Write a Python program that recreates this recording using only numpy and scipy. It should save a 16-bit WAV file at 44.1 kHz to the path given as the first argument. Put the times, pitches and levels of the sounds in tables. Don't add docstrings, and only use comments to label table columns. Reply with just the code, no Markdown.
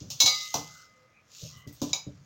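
import sys
import numpy as np
from scipy import signal
from scipy.fft import rfft, irfft, next_fast_len
from scipy.io import wavfile
from scipy.ndimage import uniform_filter1d

SR = 44100
rng = np.random.default_rng(int(sys.argv[2]) if len(sys.argv) > 2 else 0)


def transcribe(u):
    v = np.clip(np.atleast_2d(u).T, -1, 1)
    q = np.round(v * 32767).astype(np.int16)
    wavfile.write(sys.argv[1], SR, q)


N = 99225
T = np.arange(N) / SR


def amp(db):
    return 10 ** (np.asarray(db) / 20)


def unit(x):
    return x / np.sqrt(np.mean(x ** 2) + 1e-20)


def along(points, hz):
    point_hz, value = np.transpose(points)
    return np.interp(np.log(hz + 1), np.log(point_hz + 1), value)


def filtered(x, response):
    size = next_fast_len(N + SR // 2)
    hz = np.fft.rfftfreq(size, 1 / SR)
    return irfft(rfft(x, size) * response(hz), size)[:N]


def coloured(spectrum, source):
    points = [(0.9, -120)] + list(spectrum)
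    return unit(filtered(source, lambda hz: amp(along(points, hz))))


def peaks(table):
    def response(f):
        total = 0
        for k, (centre, width, db) in enumerate(table):
            resonance = 1j * f * width / (centre ** 2 - f ** 2 + 1j * f * width)
            total = total + (-1) ** k * amp(db) * resonance
        return total
    return response


def fade(start, t60, rise):
    t = np.maximum(T - start, 0)
    return (1 - np.exp(-t / rise)) * amp(-60 * t / t60)


DAMP_T60_S = 0.028
WANDER_RAD, WANDER_PER_S = 0.3, 110
SCATTER_DB = 1
UPPER_HZ = 3300


def ring(hits, modes, attack_s, upper_end_s=N / SR):
    out = np.zeros(N)
    next_hits = [row[0] for row in hits[1:]] + [N / SR]
    for (start, hit_db, tilt_db), stop in zip(hits, next_hits):
        luck = rng.standard_normal(len(modes))
        for (hz, mode_db, t60), chance in zip(modes, luck):
            end = min(stop, upper_end_s) if hz > UPPER_HZ else stop
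            damped = amp(-60 * np.maximum(T - end, 0) / DAMP_T60_S)
            unrest = np.interp(T * WANDER_PER_S, np.arange(400), rng.standard_normal(400))
            brightness_db = tilt_db * np.log2(hz / 4000)
            gain = amp(hit_db - 10 + mode_db + brightness_db + SCATTER_DB * chance)
            phase = 2 * np.pi * hz * (T - start) + WANDER_RAD * hz / 4000 * unrest
            out += gain * damped * fade(start, t60, attack_s) * np.sin(phase)
    return out


# (frequency [Hz], relative level [dB per Hz])
HUM_SPECTRUM = [(25, -25), (114, 1.5), (422, -13), (510, -6), (878, -16), (1250, -9.5), (1730, -14),
                (2040, -13), (15500, -45.5)]
HUM_DB = -66


def room_hum():
    return amp(HUM_DB) * coloured(HUM_SPECTRUM, rng.standard_normal(N))


# (start [s], length [s], frequency [Hz], width [Hz], level [dB])
FAINT_BANDS = [(0.664, 0.22, 1400, 340, -59.5), (0.95, 0.12, 511, 9.1, -58.5),
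               (1.127, 0.093, 2410, 360, -64.5), (1.412, .07, 550, 220, -54.5),
               (1.488, 0.19, 1158, 290, -64), (1.514, 0.24, 2004, 106, -62),
               (1.519, 0.15, 3000, 340, -62.5)]


def faint_bands():
    out = np.zeros(N)
    for start, length, hz, width, db in FAINT_BANDS:
        noise = rng.standard_normal(N)
        band = unit(filtered(noise, lambda f: 1 / (1 + ((f - hz) / width * 2) ** 4)))
        progress = np.clip((T - start) / length, 0, 1)
        swell = np.sqrt(np.sin(np.pi * progress).clip(0))
        out += amp(db) * swell * band
    return out


# (frequency [Hz], T60 [s])
ROOM_T60 = [(1000, 0.32), (14000, 0.21)]


def room(x):
    hz, t, z = signal.stft(rng.standard_normal(SR // 2), SR, nperseg=256)
    decay = amp(-60 * t / along(ROOM_T60, hz)[:, None])
    tail = signal.istft(z * decay, SR, nperseg=256)[1]
    delayed = np.pad(x, (200, 0))
    return signal.fftconvolve(delayed, tail / np.linalg.norm(tail))[:N]


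# (frequency [Hz], relative level [dB per Hz])
STEEL_TREBLE = [(1700, -44.5), (2650, -14), (3050, -12), (5900, -4), (6900, -5.5), (7400, -15), (9000, -42)]


def steel_treble(source):
    return coloured(STEEL_TREBLE, source)


# (frequency [Hz], relative level [dB per Hz])
STEEL_AIR = [(7000, -23.5), (8200, -6), (9500, -18), (11500, -17), (12200, -8), (15500, -6)]


def steel_air(source):
    return coloured(STEEL_AIR, source)


# (time [s], level [dB])
POWDER_LEVEL = [(0, -62.5), (.09, -60.5), (.3, -37), (.65, -50), (.8, -55.5), (.92, -71.5), (1.2, -80.5),
                (1.29, -67.5), (1.335, -52.5), (1.44, -45.5), (1.52, -53), (1.62, -66), (1.66, -75.5),
                (1.76, -59.5), (1.81, -59.5), (1.9, -51.5), (2.0, -64), (2.25, -73)]
GRAINS_PER_S = 1100
PATCH_DB = 2.2
POWDER_AIR_DB = -13


def powder():
    impacts = rng.random(N) < GRAINS_PER_S / SR
    grains = unit(impacts * rng.standard_normal(N))
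    z = signal.stft(grains + rng.standard_normal(N), nperseg=512)[2]
    over_frequency = uniform_filter1d(rng.standard_normal(z.shape), 6, 0)
    patches = unit(uniform_filter1d(over_frequency, 10, 1))
    source = signal.istft(z * amp(PATCH_DB * patches), nperseg=512)[1][:N]
    hiss = steel_treble(source) + amp(POWDER_AIR_DB) * steel_air(source)
    return amp(np.interp(T, *np.transpose(POWDER_LEVEL))) * hiss


# (time [s], relative low level [dB], relative upper level [dB], T60 [s])
COUNTER_BLOWS = [(.008, -37.5, -43, 0.69), (0.234, -37, -37.5, 0.3), (0.543, -36.5, -34, 0.5),
                 (1.423, -36.5, -53.5, 0.35), (1.554, -43.5, -83, 0.36), (1.664, -37.5, -40.5, 0.39),
                 (1.814, -33.5, -24, 0.46), (1.905, -39, -39.5, 0.041), (2.064, -33.5, -35.5, 0.37),
                 (2.202, -52, -73, 0.86)]
# (frequency [Hz], width [Hz], relative level [dB])
LOW_MODES = [(83, 36, -9.5), (124.3, 68, -4.5), (153.6, 38.7, -1.5)]
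UPPER_MODES = [(224, 29, -7.5), (292, 22, -1), (426.5, 120, -14), (601, 100, -14.5)]
UPPER_T60_RATIO = 0.47
SHUDDER_RISE_S, SHUDDER_DB = 0.0095, 26
PUSH_S, PUSH_DB = 0.0015, 18.5


def thuds():
    out = np.zeros(N)
    for column, modes, life in ((1, LOW_MODES, 1), (2, UPPER_MODES, UPPER_T60_RATIO)):
        push, shudder = np.zeros(N), np.zeros(N)
        for row in COUNTER_BLOWS:
            start, db, t60 = row[0], row[column], row[3]
            shudder += amp(db + SHUDDER_DB) * fade(start, life * t60, SHUDDER_RISE_S)
            push += amp(db + PUSH_DB) * np.exp(-((T - start) / (life * PUSH_S) - 2) ** 2)
        force = push + shudder * rng.standard_normal(N)
        out += filtered(force, lambda f: peaks(modes)(f) / (1 + 1j * f / 1200) ** 2)
    return out


# (time [s], relative treble level [dB], relative level above 8 kHz [dB], relative mid level [dB])
CONTACTS = [(.0036, -37, -64, -66), (0.1026, -22, -32, -54), (0.2042, -8.5, -16, -29.5),
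            (0.2601, -10.5, -21, -31.5), (0.541, -16.5, -25.5, -31), (1.573, -56, -46.5, -89),
            (1.674, -41, -44.5, -70), (1.727, -63, -41, -70), (1.817, -23.5, -31, -40),
            (1.8932, -36, -51.5, -54.5), (1.9338, -23.5, -34.5, -40.5)]
# (frequency [Hz], width [Hz], relative level [dB])
MID_MODES = [(549, 157, 0), (855, 310, 3), (1127, 440, 0)]
CLICK_T60_S, CLICK_RISE_S = 0.012, 1e-4
SKID_T60_S, SKID_RISE_S, SKID_DB = 0.16, 0.0055, -4


def taps():
    shapes = []
    for start, *_ in CONTACTS:
        click = fade(start, CLICK_T60_S, CLICK_RISE_S)
        skid = amp(SKID_DB) * fade(start, SKID_T60_S, SKID_RISE_S)
        shapes.append(click + skid)
    band_db = np.array(CONTACTS)[:, 1:].T + [[-6], [-6], [20]]
    treble, air, mid = amp(band_db) @ np.array(shapes)
    noise = rng.standard_normal((3, N))
    knock = filtered(mid * noise[2], lambda f: peaks(MID_MODES)(f) / (1 + 1j * f / 2000) ** 2)
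    return treble * steel_treble(noise[0]) + air * steel_air(noise[1]) + knock


KNOCK_ATTACK_S = 0.0018
# (time [s], relative level [dB], brightness [dB per octave])
WALL_KNOCKS = [(.5422, -1, 1.5)]
# (frequency [Hz], relative level [dB], T60 [s])
WALL_MODES = [(874, -3.5, 0.02), (4020, -11, 0.023), (5870, 4.5, 0.014)]


def wall_knock():
    return ring(WALL_KNOCKS, WALL_MODES, KNOCK_ATTACK_S)


# (time [s], relative level [dB], brightness [dB per octave])
TUMBLER_CHINKS = [(1.9314, -4, 5.5)]
# (frequency [Hz], relative level [dB], T60 [s])
TUMBLER_MODES = [(2310, -4.5, 0.032), (2536, -11, 0.033), (3730, -8.5, 0.033), (3893, 4.5, 0.024),
                 (5017, -1, 0.041), (5260, -18.5, 0.047), (6010, 1, 0.014), (6760, -7.5, 0.035),
                 (6720, -6.5, 0.017)]


def tumbler_chink():
    return ring(TUMBLER_CHINKS, TUMBLER_MODES, KNOCK_ATTACK_S)


# (time [s], relative level [dB], brightness [dB per octave])
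BOWL_STARTS = [(.262, -20.5, -0.5)]
# (frequency [Hz], relative level [dB], T60 [s])
BOWL_MODES = [(1233, -1, .55), (1243, -17, 2.6), (2045, -8, 1.5), (2926, -10, .8), (3765, 1, 1),
              (4784, 11, .4)]
BOWL_SWELL_S, UPPER_END_S = 0.036, 0.476


def bowl_ring():
    return ring(BOWL_STARTS, BOWL_MODES, BOWL_SWELL_S, UPPER_END_S)


# (time [s], relative level [dB], brightness [dB per octave])
BANGLE_CLINKS = [(.2022, -5.5, 2), (.222, -8, -1), (.2592, -8.5, -1), (.277, -8, -8), (.345, -22, -4),
                 (.404, -24.5, -6.5)]
# (frequency [Hz], relative level [dB], T60 [s])
BANGLE_MODES = [(2232, -16, 0.28), (3382, -7, 0.067), (3686, -12, .25), (3943, 0.5, 0.17), (4225, -6, 0.33),
                (5015, -8, .25), (5227, -10, .2), (5895, -5, 0.33), (6235, -8, 0.2), (6445, -9, 0.25),
                (6930, -6, 0.2), (8335, -22, 0.15)]


def bangle_clinks():
    return ring(BANGLE_CLINKS, BANGLE_MODES, attack_s=0.00021)


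def scene():
    long_rings = bangle_clinks() + bowl_ring()
    short_contacts = tumbler_chink() + wall_knock() + taps()
    reverberant = room(amp(-13) * long_rings + amp(-6) * short_contacts)
    direct = long_rings + short_contacts
    return (direct + reverberant + thuds() + powder() + faint_bands() + room_hum())[None]


TOP_HZ = 15900


def record(dry):
    return filtered(dry[0], lambda hz: hz < TOP_HZ)[None]


dry = scene()
out = record(dry)
transcribe(out)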